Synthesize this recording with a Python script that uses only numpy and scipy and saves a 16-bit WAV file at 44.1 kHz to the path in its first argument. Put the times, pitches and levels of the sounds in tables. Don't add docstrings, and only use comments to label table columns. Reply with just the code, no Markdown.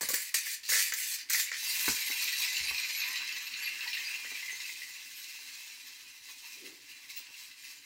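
import sys
import numpy as np
from scipy import signal
from scipy.io import wavfile
from scipy.ndimage import uniform_filter1d

SR = 44100
rng = np.random.default_rng(int(sys.argv[2]) if len(sys.argv) > 2 else 0)


def log_audio(samples):
    frames = np.atleast_2d(samples).T
    limited = np.clip(frames, -1, 1)
    pcm = np.round(limited * 32767).astype(np.int16)
    wavfile.write(sys.argv[1], SR, pcm)


N = 346185
T = np.arange(N) / SR


def amp(db):
    return 10 ** (np.asarray(db) / 20)


def decibels(power):
    return 10 * np.log10(power + 1e-12)


def evened(x):
    return x / np.sqrt(np.mean(x ** 2) + 1e-20)


def read(points, hz):
    f, value = np.transpose(points)
    return np.interp(np.log(hz + 1), np.log(f), value)


def along(rows):
    return np.interp(T, *np.transpose(rows))


def add(mix, s, sound):
    part = mix[max(round(s * SR), 0):][:len(sound)]
    part += sound[:len(part)]


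def colour(x, tone, size=4096):
    log_gain = np.log(amp(read(tone, abs(np.fft.fftfreq(size, 1 / SR)))))
    taps = np.fft.ifft(np.exp(np.conj(signal.hilbert(log_gain)))).real
    return signal.fftconvolve(x, taps[:size // 2])[:len(x)]


def below(x, hz):
    return signal.sosfiltfilt(signal.butter(4, hz, fs=SR, output="sos"), x)


def resonate(x, hz, width):
    r = np.exp(-np.pi * width / SR)
    if np.ndim(hz) == 0:
        return 2 * signal.lfilter([1 - r], [1, -r * np.exp(2j * np.pi * hz / SR)], x).real
    turn = np.exp(2j * np.pi * np.cumsum(hz) / SR)
    return 2 * (turn * signal.lfilter([1 - r], [1, -r], x * turn.conj())).real


def wander(per_s):
    knots = rng.standard_normal(2048)
    return np.interp(T * per_s, np.arange(len(knots)), knots)


def shifting(x, depth_db, size=11, order=4):
    _, at, z = signal.stft(x, nperseg=512, noverlap=384)
    patches = rng.standard_normal(z.shape)
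    for _ in range(2):
        patches = uniform_filter1d(uniform_filter1d(patches, order, axis=0), size, axis=1)
    depth = np.interp(at, np.arange(N), depth_db * np.ones(N))
    power_correction_db = depth ** 2 * np.log(10) / 20
    gain_db = depth * np.clip(evened(patches), -2, 2) - power_correction_db
    return signal.istft(z * amp(gain_db), nperseg=512, noverlap=384)[1][:N]


def burst(t60, size=4096):
    x = rng.standard_normal(size) * amp(-60 * np.arange(size) / SR / t60)
    return x / np.linalg.norm(x)


def strike(t60, tone):
    x = colour(burst(t60), tone)
    return x / np.linalg.norm(x) * np.sqrt(SR / 100)


def modes(rows):
    t = T[:SR // 2]
    partials = sum(amp(db - 60 * t / t60) * np.sin(2 * np.pi * hz * t) for hz, db, t60 in rows)
    return partials * (1 - np.exp(-t / 0.0041))


def gate(start, length, attack_s, release_db_per_s):
    t = T - start
    return np.clip(t / attack_s, 0, 1) * amp(-release_db_per_s * np.maximum(t - length, 0))


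def handover():
    return np.clip((T - 1.57) / .05, 0, 1)


# (frequency [Hz], relative gain [dB])
AIR_TONE = [(15, -58), (30, -29), (50, 0.5), (90, -12), (130, -1.5), (175, -13.5), (270, 2), (400, -7.5),
            (700, -12.5), (1050, 0), (1350, -6), (2000, 3.5), (15500, -6)]


def air():
    return amp(-60.5) * evened(shifting(colour(rng.standard_normal(N), AIR_TONE), depth_db=2.6))


# (frequency [Hz], t60 [s])
ROOM = [(150, 0.055), (1000, 0.32), (4000, 0.3), (15000, 0.13)]


def study(x):
    hz, t, z = signal.stft(rng.standard_normal(SR // 2), SR, nperseg=256)
    tail = signal.istft(z * amp(-60 * t / read(ROOM, hz)[:, None]), SR)[1]
    tail = np.pad(tail, (SR // 250, 0))
    return signal.oaconvolve(x, tail / np.linalg.norm(tail))[:N]


# (frequency [Hz], relative gain [dB])
SLIDE_TONE = [(80, -30), (200, -9.5), (290, 4), (430, -1), (650, -18), (2000, -25.5)]
SLIDE_AT_S, SLIDE_DB = 6.67, -54.5
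SLIDE_RISE_DB_PER_S, SLIDE_FALL_DB_PER_S = 152, 157


def forearm_slide():
    rub, t = evened(colour(rng.standard_normal(N), SLIDE_TONE)), T - SLIDE_AT_S
    return rub * amp(SLIDE_DB + np.minimum(SLIDE_RISE_DB_PER_S * t, -SLIDE_FALL_DB_PER_S * t))


# (frequency [Hz], level [dB], t60 [s])
TABLE_MODES = [(134, -13, 0.13), (217, -7, 0.16), (261, -0.5, 0.11), (307, -20, 0.13), (406, -9, 0.043)]
# (frequency [Hz], level [dB], t60 [s])
DESK_MODES = [(52, -3, .1), (74.6, 4.5, 0.13), (104.4, -6, 0.25)]
# (frequency [Hz], relative gain [dB])
CLACK_TONE = [(60, -32), (150, -12), (250, -0.5), (430, 1.5), (520, -4.5), (720, -7.5), (850, -1),
              (1080, 1), (1330, -8), (1550, 4.5), (1800, -3.5), (3000, -27), (6000, -29), (12000, -48)]
# (time [s], level [dB], low boom [dB re level], clack [dB re level])
KNOCKS = [(0.011, -52.5, -16, 9.5), (.029, -47, -12, 4.5), (0.088, -47.5, -22, 0.5),
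          (0.134, -57.5, -12, 13.5), (1.88, -30, -15, -1.5), (2.099, -55.5, -20, 8),
          (2.607, -60.5, 10, -16), (2.666, -57, -3, -1), (2.709, -54, 1, 8), (4.246, -69, -17.5, 16.5),
          (4.317, -56.5, -18, 2), (4.527, -66, -25.5, 8), (7.2, -66, -22, 3), (7.287, -70, -16, 3),
          (7.306, -71, -18, 2), (7.388, -73, -13, 0)]


def table():
    out, hollow, boom = np.zeros(N), modes(TABLE_MODES), modes(DESK_MODES)
    for s, db, boom_db, clack_db in KNOCKS:
        add(out, s, amp(db) * (hollow + amp(boom_db) * boom))
        add(out, s, amp(db + clack_db) * strike(0.043, CLACK_TONE))
    return out


HUM_HZ, HUM_DB, HUM_WAVER = 80.6, -81.5, 0.17
UPPER_HUM_HZ, UPPER_HUM_DB = 267, 0.5
HUM_FROM_S, HUM_FOR_S, HUM_SWELL_DB = 1.92, 2.86, 2


def tremor():
    turns = np.cumsum(1 + HUM_WAVER * wander(22)) / SR
    hum = np.zeros(N)
    for hz, db in [(HUM_HZ, 0), (UPPER_HUM_HZ, UPPER_HUM_DB)]:
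        swell_db = HUM_SWELL_DB * np.clip(wander(12), -1.5, 1.5)
        hum += amp(db + swell_db) * evened(np.sin(2 * np.pi * hz * turns))
    return amp(HUM_DB) * hum * gate(HUM_FROM_S, HUM_FOR_S, .08, 90)


# (time [s], pitch [Hz], level [dB], length [s])
SQUEAKS = [(1.646, 4730, -42, 0.085), (2.203, 1000, -61, 0.032), (2.396, 1010, -54, 0.03),
           (2.748, 6840, -55, 0.29), (3.035, 1010, -55, 0.11), (3.186, 1030, -55.5, 0.052),
           (3.19, 4020, -48, 0.092), (3.4, 11740, -54, 0.095), (3.598, 11580, -49, 0.1),
           (3.614, 4550, -43.5, 0.066), (3.855, 930, -54.5, 0.034), (3.863, 15200, -55, .1),
           (3.873, 5400, -49, 0.086), (4.033, 4830, -42.5, 0.055), (4.512, 6400, -47, 0.04),
           (4.59, 5370, -50, 0.038), (5.13, 11850, -55.5, 0.11), (5.156, 12800, -57, 0.053),
           (5.86, 14050, -60, .05), (6.287, 1070, -65, 0.025), (6.42, 945, -63, 0.04),
           (6.44, 12500, -61, .11), (7.16, 15650, -45, 0.041)]


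def squeaks():
    out = np.zeros(N)
    for s, hz, db, length in SQUEAKS:
        line = evened(resonate(resonate(rng.standard_normal(SR), hz, 160), hz, 180))
        line = line[SR // 4:][:round(length * SR)]
        add(out, s, amp(db) * line * signal.windows.tukey(len(line), .5))
    return out


# (time [s], pitch [Hz], level [dB])
WHISTLE = [(1.62, 11700, -50), (1.75, 11640, -48), (2.18, 11640, -49), (2.45, 11300, -52.5),
           (2.73, 11180, -52), (2.8, 11900, -52), (3.0, 11800, -45.5), (3.13, 11760, -55),
           (3.22, 11530, -78)]


def whistle(width_hz=330, flutter_db=5):
    s, hz, db = np.transpose(WHISTLE)
    pitch = np.interp(T, s, hz) * (1 + 0.0052 * wander(25))
    line = resonate(resonate(rng.standard_normal(N), pitch, width_hz), pitch, width_hz)
    fluttering = evened(line * amp(flutter_db * np.clip(wander(45), -1.5, 1.5)))
    return fluttering * amp(np.interp(T, s, db, left=-120, right=-120))


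# (time [s], rate [steps/s])
PACE = [(0, 17.7), (2.5, 19.3), (4.5, 19.2), (5.4, 16.3), (6.1, 13.5), (7, 13.8), (7.85, 16.1)]


def crank_rate():
    return along(PACE)


def teeth(per_step, spread_db, throb_db, t60):
    steps = np.cumsum(crank_rate()) / SR
    passed = np.cumsum(np.gradient(steps) * (1 + .3 * wander(250))) * per_step
    force_db = spread_db * np.clip(rng.standard_normal(N), -2, 2) + throb_db * np.cos(2 * np.pi * steps)
    ticks = np.diff(np.floor(passed), prepend=0) * amp(force_db)
    energy = signal.lfilter([1], [1, -amp(-120 / t60 / SR)], ticks ** 2)
    return evened(np.sqrt(energy) * rng.standard_normal(N))


def driven(x, whirr_db, ring_db, fizz_db):
    low, body = below(x, 3000), below(x, 8500)
    return amp(whirr_db) * evened(body - low) + amp(ring_db) * evened(low) + amp(fizz_db) * evened(x - body)


FIZZ_HURRIES = 1.1


def strokes(rows, attack_s, release_db_per_s):
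    pace = np.array([[1], [1], [FIZZ_HURRIES]])
    power = 0
    for s, length, db, ring_db, fizz_db in rows:
        envelope = (gate(s, length, attack_s, release_db_per_s) + 1e-9) ** pace
        power = power + (amp([[db], [db + ring_db], [db + fizz_db]]) * envelope) ** 2
    return power


# (time [s], length [s], whirr [dB], shell ring [dB re whirr], tooth fizz [dB re whirr])
TWISTS = [(0.009, 0.02, -37.5, -6.5, 6), (0.09, 0.025, -41, -4, 9), (0.133, 0.028, -37, -2.5, 7),
          (0.3407, 0.0046, -30.5, -6.5, 4), (.687, 0.136, -34, -6.5, 6), (1.297, .11, -35.5, -6, 5)]
TWIST_ATTACK_S, TWIST_RELEASE_DB_PER_S = 0.0023, 187
# (time [s], length [s], whirr [dB], shell ring [dB re whirr], tooth fizz [dB re whirr])
SPINS = [(.161, 0.072, -47, -13, 11.5), (.211, 0.083, -47, -1.5, 3), (.41, 0.13, -42, -4, 5.5),
         (.821, 0.061, -44.5, 5, 9.5), (.924, 0.23, -40, -3.5, 5.5), (1.411, 0.045, -41, -6, -8),
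         (1.521, 0.21, -40.5, -15, -0.5)]
SPIN_ATTACK_S, BRAKE_DB_PER_S = 0.063, 392
# (time [s], length [s], scrape [dB], shell ring [dB re scrape])
GRIPS = [(0.63, 0.05, -42, -10), (0.679, 0.012, -39, -10), (1.179, 0.036, -44, -3.5),
         (1.286, 0.016, -47, 2), (1.469, 0.017, -42.5, 2), (1.522, 0.034, -41.5, 1.5)]
GRIP_ATTACK_S, GRIP_RELEASE_DB_PER_S, GRIP_FIZZ_DB = 0.0048, 482, -7
# (frequency [Hz], relative gain [dB])
HELD_TONE = [(100, -47), (450, -30), (750, -22), (1000, -9.5), (1350, -9), (1800, 12), (2400, 13),
             (3200, 0), (4700, 7), (5800, 1), (7000, -4), (9000, -20), (11000, -24), (15500, -24)]


def held_gears():
    grips = [(*row, GRIP_FIZZ_DB) for row in GRIPS]
    power = (strokes(TWISTS, TWIST_ATTACK_S, TWIST_RELEASE_DB_PER_S) + strokes(SPINS, SPIN_ATTACK_S, BRAKE_DB_PER_S)
             + strokes(grips, GRIP_ATTACK_S, GRIP_RELEASE_DB_PER_S))
    ticks = shifting(teeth(per_step=16, spread_db=1.7, throb_db=0.0, t60=0.037), depth_db=2.73)
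    return amp(-3) * driven(colour(ticks, HELD_TONE), *decibels(power)) * np.sqrt(1 - handover())


# (time [s], whirr [dB])
DRIVE = [(1.6, -39.5), (1.68, -35.5), (1.87, -35), (1.96, -38), (2.5, -37.5), (3.05, -41), (3.5, -45.5),
         (3.63, -44), (3.76, -45), (3.93, -43), (4.15, -44.5), (4.7, -44.5), (5.08, -48.5), (5.24, -45.5),
         (5.7, -48), (6.2, -53), (6.6, -50.5), (6.76, -54), (7.1, -53.5), (7.85, -57)]


def spring_drive():
    return along(DRIVE)


# (time of the top [s], length [s], extra whirr [dB], extra sizzle [dB])
SPURTS = [(2.225, 0.054, 3, 2), (2.426, 0.097, 3, 4), (4.062, 0.084, -1.5, 0), (5.89, 0.16, 1.5, 10),
          (6.29, 0.14, 5.5, 4), (6.478, 0.41, 3.5, 4), (6.663, 0.068, 6, 4), (6.91, 0.073, 5.5, 12),
          (7.104, 0.055, 8.5, 13), (7.182, 0.16, 8, 17), (7.418, 0.26, 7, 8), (7.688, 0.27, 8.5, 13)]


def spurts():
    return sum(np.outer(dbs, np.cos(np.pi * np.clip((T - s) / length, -.5, .5)) ** 2)
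               for s, length, *dbs in SPURTS)


# (time [s], level [dB re whirr])
SHELL_RING = [(1.6, -5.5), (1.88, -3.5), (2.15, -3.5), (3, -0.5), (3.25, 2.5), (4.2, 1), (4.55, -3.5),
              (5.2, -4), (7.85, -3.5)]
# (time [s], level [dB re whirr])
FIZZ = [(1.6, 0), (1.8, 2.5), (2, -0.5), (2.35, -4.5), (2.8, -7), (3.3, -6.5), (3.95, -3), (4.6, -3),
        (7.85, -5.5)]
SPURT_FIZZ = 0.41
# (time [s], length [s], whirr [dB], shell ring [dB re whirr], tooth fizz [dB re whirr])
JOLTS = [(1.881, 0.01, -27, -24, -2)]


def running_levels(uneven_db=0.67, shell_uneven_db=1.3, fizz_uneven_db=0.3, uneven_per_s=26):
    spurt_db = spurts()[0]
    whirr_db = spring_drive() + spurt_db + uneven_db * wander(uneven_per_s)
    ring_db = whirr_db + along(SHELL_RING) + shell_uneven_db * wander(uneven_per_s)
    fizz_db = whirr_db + along(FIZZ) + SPURT_FIZZ * spurt_db + fizz_uneven_db * wander(uneven_per_s)
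    return decibels(amp([whirr_db, ring_db, fizz_db]) ** 2 + strokes(JOLTS, TWIST_ATTACK_S, BRAKE_DB_PER_S))


# (frequency [Hz], relative gain [dB])
FREE_TONE = [(120, -36), (280, -24), (450, -25.5), (700, -33), (1020, -15), (1220, -17.5), (1350, -21),
             (1600, -8.5), (1800, -4), (2600, -12), (3000, -4), (3450, -7.5), (4100, -5.5), (7000, -5),
             (7800, -10), (8250, -10), (9200, -18.5), (12000, -17.5), (13500, -17), (15500, -16)]
TICKS_PER_STEP, TICK_SPREAD_DB, TICK_T60 = 9, 2.5, .008


def escapement(size=8):
    passed = np.cumsum(crank_rate() * (1 + .2 * wander(200))) * TICKS_PER_STEP / SR
    ticks = np.diff(np.floor(passed), prepend=0) * amp(TICK_SPREAD_DB * np.clip(rng.standard_normal(N), -2, 2))
    contact = rng.integers(size, size=N)
    train = sum(signal.oaconvolve(ticks * (contact == k), burst(TICK_T60, size=512))[:N] for k in range(size))
    return evened(colour(train, FREE_TONE))


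# (frequency [Hz], relative level [dB])
WHEELS = [(3900, 4), (4260, 4.5), (4720, 5.5), (5050, 4.5), (5450, 5.5), (5750, 2), (6100, 2), (7030, 4),
          (8240, -1), (8850, -1), (9550, -3), (10400, -7), (11350, -4), (12100, -5), (12700, -3),
          (13150, -5), (13550, -1.5), (14100, -4), (14550, -4), (15050, -3), (15550, -2)]
# (time [s], level [dB re rattle])
SINGING = [(1.6, -9), (2.1, -2), (3.1, -2), (3.9, -6), (4.4, -14), (5.2, -13), (7.85, -12)]


def wheel_song(detune=0.0202, width_hz=170):
    out, smooth = np.zeros(N), np.exp(-np.pi * width_hz / SR)
    rough = evened(signal.lfilter([1], [1, -2 * smooth, smooth ** 2], rng.standard_normal(N)))
    per_s, spread_db, shortest, longest = 220, 10, .014, .07
    for when, which, pitch, size, length in rng.random((int(N / SR * per_s), 5)):
        hz, db = WHEELS[int(which * len(WHEELS))]
        grain = rough[int(when * N):][:int((shortest + (longest - shortest) * length) * SR)]
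        t = T[:len(grain)]
        shape = np.sin(np.pi * np.sqrt(t / (t[-1] + 1 / SR)))
        tone = np.sin(2 * np.pi * hz * (1 + detune * (2 * pitch - 1)) * t)
        add(out, when * N / SR, amp(db + spread_db * size) * shape * grain * tone)
    return evened(out) * amp(along(SINGING))


# (frequency [Hz], bandwidth [Hz], relative level [dB])
SHELL = [(1810, 220, -3), (1955, 72, -1), (2074, 55, 10.5), (2217, 59, 4.5), (2433, 44, 9), (2585, 59, 8),
         (2690, 51, 10), (3280, 41, 0.5), (3770, 100, 2.5), (3996, 74, 8), (4300, 200, 7), (4780, 270, 7),
         (5170, 210, 2.5), (5370, 94, 1.5)]
# (time [s], depth [dB])
GLINT = [(1.6, 2), (1.95, 2.2), (2.2, 3), (3.2, 3.2), (4, 2.8), (4.8, 2.2), (7.85, 2.4)]


def free_gears(count=3, drift=.011):
    ticks = [teeth(per_step=7 + 3 * k, spread_db=1.5, throb_db=1.5, t60=0.023) for k in range(count)]
    ring = np.zeros(N)
    for k, (hz, width, db) in enumerate(SHELL):
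        swell_db = 2.0 * np.clip(wander(24), -1.5, 1.5)
        mode = resonate(ticks[k % count], hz * (1 + drift * wander(14)), width)
        ring += amp(db + swell_db) * evened(mode)
    ring = ring - below(ring, 1820)
    rattle = evened(colour(teeth(per_step=15, spread_db=0.3, throb_db=2.5, t60=0.059), FREE_TONE))
    rattle = rattle + amp(-6) * escapement()
    sound = evened(shifting(rattle, along(GLINT))) + amp(0.5) * evened(ring) + wheel_song()
    return amp(-3.5) * driven(sound, *running_levels()) * np.sqrt(handover())


SIZZLE_DB, SIZZLE_PER_DRIVE = -2, 1.3


def sizzle(least_db=-9):
    x, drive_db = shifting(teeth(per_step=13, spread_db=2.5, throb_db=1, t60=0.025), depth_db=4), spring_drive()
    force_db = np.maximum(SIZZLE_PER_DRIVE * (drive_db - drive_db.max()), least_db) + spurts()[1]
    return evened(x - below(x, 12500)) * amp(drive_db + SIZZLE_DB + force_db) * handover()


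# (frequency [Hz], relative gain [dB])
ROCKING_TONE = [(150, -21), (270, -4), (360, -20), (430, 4), (660, -21), (800, 11), (920, 16), (1060, 13),
                (1200, -10), (1350, -11), (2500, -39)]
ROCKING_PER_S, ROCKING_LEAST_DB, ROCKING_RANGE_DB = 22, -24.5, 1


def rocking():
    out, drive_db = np.zeros(N), spring_drive()
    for when, force in rng.random((int(N / SR * ROCKING_PER_S), 2)):
        at = int(when * N)
        level_db = drive_db[at] + ROCKING_LEAST_DB + ROCKING_RANGE_DB * force
        add(out, at / SR, amp(level_db) * strike(0.035, ROCKING_TONE))
    return out * handover()


# (frequency [Hz], relative gain [dB])
PAWL_TONE = [(200, -62), (800, -21), (1300, -12.5), (1800, 5.5), (2400, -3.5), (3100, -11.5), (4700, -9.5),
             (7000, -1.5), (9000, -23), (15500, -5)]
# (frequency [Hz], relative gain [dB])
THUD_TONE = [(120, -57), (300, -30), (450, 4), (580, 2), (750, -26), (1050, 1.5), (1800, -11), (4000, -22)]
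SNAP_SPIKE_DB, SNAP_SPIKE_T60 = -5.5, 0.011


def snap(ring_db, thud_db, edge_db):
    crack = amp(-3) * (strike(0.056, PAWL_TONE) + amp(SNAP_SPIKE_DB) * strike(SNAP_SPIKE_T60, PAWL_TONE))
    low, body = below(crack, 3000), below(crack, 8500)
    metal = body - low + amp(ring_db) * low + amp(edge_db) * (crack - body)
    return metal + amp(thud_db) * strike(0.032, THUD_TONE)


# (time [s], level [dB], shell ring [dB], thud in the fingers [dB], edge [dB])
PAWL = [(0.0096, -30, -7, -34, -3), (0.0881, -24.5, -25, -27, 4), (0.1007, -37, -13, -5, -12),
        (0.1409, -25, -3, -26, 6.5), (0.3429, -21.5, -3, -27, -5), (0.353, -30, -8, -50, -14),
        (0.3745, -39, -5, -47, -10), (0.468, -38, 3, -52, -8), (0.632, -52, -4, -36, -10),
        (0.6912, -27, -3, -27, -12), (0.7007, -28, -8, -48, -10), (0.7088, -36, -7, -45, -11),
        (0.72, -27, 2.5, -19, -8), (0.728, -29, -8, -38, -8), (0.7353, -24.5, 0, -43, -10),
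        (0.7562, -23.5, -4, -24.5, -8), (0.7653, -26, -1, -45, -7), (0.776, -35, -7, -45, -9),
        (0.795, -25, -5, -45, -10), (0.8038, -26, -4, -45, -9), (0.8236, -30, -9, -45, -9),
        (0.9219, -27.5, 0, -26.5, -12), (0.937, -24.5, -10, -50, -2), (1.3034, -33.5, 5, -20, 9),
        (1.3334, -26.5, -4, -33, 4), (1.345, -27, 5, -45, -4), (1.3986, -24, -5, -50, 0),
        (1.516, -32, 4.5, -25, -26), (1.5258, -39, -1, -47, -14), (1.541, -37, -1, -45, -14)]
RATCHET_PER_S, RATCHET_SPREAD_DB = 100, 4


def pawl():
    out = np.zeros(N)
    for s, db, *timbre in PAWL:
        add(out, s, amp(db) * snap(*timbre))
    for start, length, db, *_ in TWISTS:
        for tooth in range(1, int(length * RATCHET_PER_S) + 1):
            s = start + (tooth - rng.random() / 2) / RATCHET_PER_S
            level_db = db + RATCHET_SPREAD_DB * rng.standard_normal()
            add(out, s, amp(level_db) * snap(ring_db=-4.5, thud_db=-42, edge_db=-27))
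    return out


# (time [s], extra level [dB])
STAMP = [(1.95, 12), (2.1, 11.5), (3, 14), (3.55, -10), (4, 0), (4.75, -17), (5.1, -31), (7.85, -25)]
STEP_DB, STEP_SPREAD_DB, STEP_EDGE_DB = -47, 1, -6
PANEL_HZ, STEP_SCATTER_S = (1890, 2666), .028


def footfalls():
    times = T[1:][np.diff(np.floor(np.cumsum(crank_rate()) / SR)) > 0]
    rows = []
    for s, (late, force, panel) in zip(times, rng.uniform(-1, 1, (256, 3))):
        if s > STAMP[0][0]:
            level_db = STEP_DB + np.interp(s, *np.transpose(STAMP)) + STEP_SPREAD_DB * force
            hz = np.interp(panel, (-1, 1), PANEL_HZ)
            rows.append((s + STEP_SCATTER_S * late, level_db, STEP_EDGE_DB, hz))
    return rows


# (frequency [Hz], relative gain [dB])
FOOT_TONE = [(200, -26), (700, -19.5), (1000, -8), (1350, -17), (1850, 3), (2100, 7.5), (2650, 16.5),
             (3300, 4), (4100, 17), (5200, 7), (7000, -12), (9500, -55), (15500, -39)]
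# (time [s], level [dB], edge [dB re level], nominal panel pitch [Hz])
CLATTER = [(1.8811, -30, -20, 2180), (2.1113, -31, -10, 2130), (2.149, -36, -8, 2370),
           (2.2132, -38, -12, 1990), (2.2503, -38, -5, 2300), (2.2772, -34, -2, 2050),
           (2.4038, -38, -5, 2470), (2.4226, -32, -9, 2440), (2.4757, -35.5, -10, 2240),
           (2.5665, -34, 1, 2800), (2.6824, -33, -7, 2550), (2.7, -36, -8, 2570), (2.7786, -39, 5, 2370),
           (2.8416, -34, -12, 2460), (2.8678, -38, -8, 2560), (2.975, -37, -10, 2650),
           (3.0028, -38.5, 2, 2430), (3.032, -36, -2, 2710), (3.1587, -38.5, 4, 2610),
           (3.252, -49, -3, 2630), (3.1944, -36, -26, 2700), (3.292, -36, -10, 2610),
           (3.3648, -35.5, -3.5, 1996), (3.4684, -37, -6, 2580), (3.5376, -36, -2.5, 2660),
           (3.6468, -34.5, -4, 2490), (3.672, -32.5, -19, 2710), (3.696, -41, -8, 2120),
           (3.756, -37, -13, 2690), (3.8076, -31.5, -9.5, 2650), (3.8752, -35, -2, 1950),
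           (3.919, -38, -8, 2400), (3.931, -32.5, -4, 2750), (3.9495, -34, -9, 2070),
           (3.97, -33, -10, 1886), (4.0094, -40, -14, 2060), (4.0466, -46, 1, 2400),
           (4.0763, -34.5, -18, 2546), (4.1115, -40, -24, 2690), (4.1409, -33, -20, 2690),
           (4.2562, -39, -22, 1990), (4.303, -36, -27, 2400), (4.352, -37, -22, 2360),
           (4.373, -39, -20, 2520), (4.4278, -34.5, -23, 2030), (4.4807, -35, -20, 2060),
           (4.4948, -33.5, -20, 2025), (4.5394, -46, -24, 2070), (4.6016, -37, -6, 2050),
           (4.6413, -34.5, -27, 2610), (4.693, -36, -25, 2050), (4.7595, -43, -22, 2540),
           (4.8182, -36, -30, 2020), (4.9038, -45, -24, 2070), (4.9641, -42.5, -14, 2700),
           (5.35, -50, -11, 2720), (6.916, -47, -14, 2730), (7.1006, -43, -8, 2105),
           (7.169, -42.5, -6, 2700), (7.266, -48.5, -6, 2690), (7.3404, -44, -14, 2713),
           (7.513, -49, -4, 2650)]
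CHATTER_S, CHATTER_FADE_DB = .0052, 3
PANEL_T60 = .032


def feet(count=6, size=32):
    out, taps = np.zeros(N), np.array([strike(0.027, FOOT_TONE) for _ in range(size)])
    lows, t = below(taps, 3000), T[:taps.shape[1]]
    dying = amp(-60 * t / PANEL_T60) * (1 - np.exp(-t / 0.00072)) ** 2
    for s, db, edge_db, hz in CLATTER + footfalls():
        gaps = CHATTER_S * rng.uniform(.5, 1.6, count)
        delays = np.cumsum(gaps) - gaps[0]
        for k, (delay, pick) in enumerate(zip(delays, rng.integers(size, size=count))):
            bounce_hz = hz * (1 + 0.025 * rng.uniform(-0.54, 1))
            panel = np.sin(2 * np.pi * bounce_hz * t) * dying
            edge = taps[pick] - lows[pick]
            bounce = amp(-7.5) * lows[pick] + amp(4.5) * panel + amp(edge_db - 2) * edge
            add(out, s + delay, amp(db - CHATTER_FADE_DB * k) * bounce)
    return out


def scene():
    surroundings = forearm_slide() + table() + tremor() + squeaks() + whistle()
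    toy = surroundings + held_gears() + free_gears() + rocking() + pawl() + feet()
    return (toy + amp(-6.0) * study(toy) + air())[None]


def record(dry):
    dry = signal.sosfilt(signal.butter(4, 36, "highpass", fs=SR, output="sos"), dry)
    return signal.oaconvolve(dry, signal.firwin(601, 15850, window=("kaiser", 9), fs=SR)[None], "same")


dry = scene()
out = record(dry)
log_audio(out)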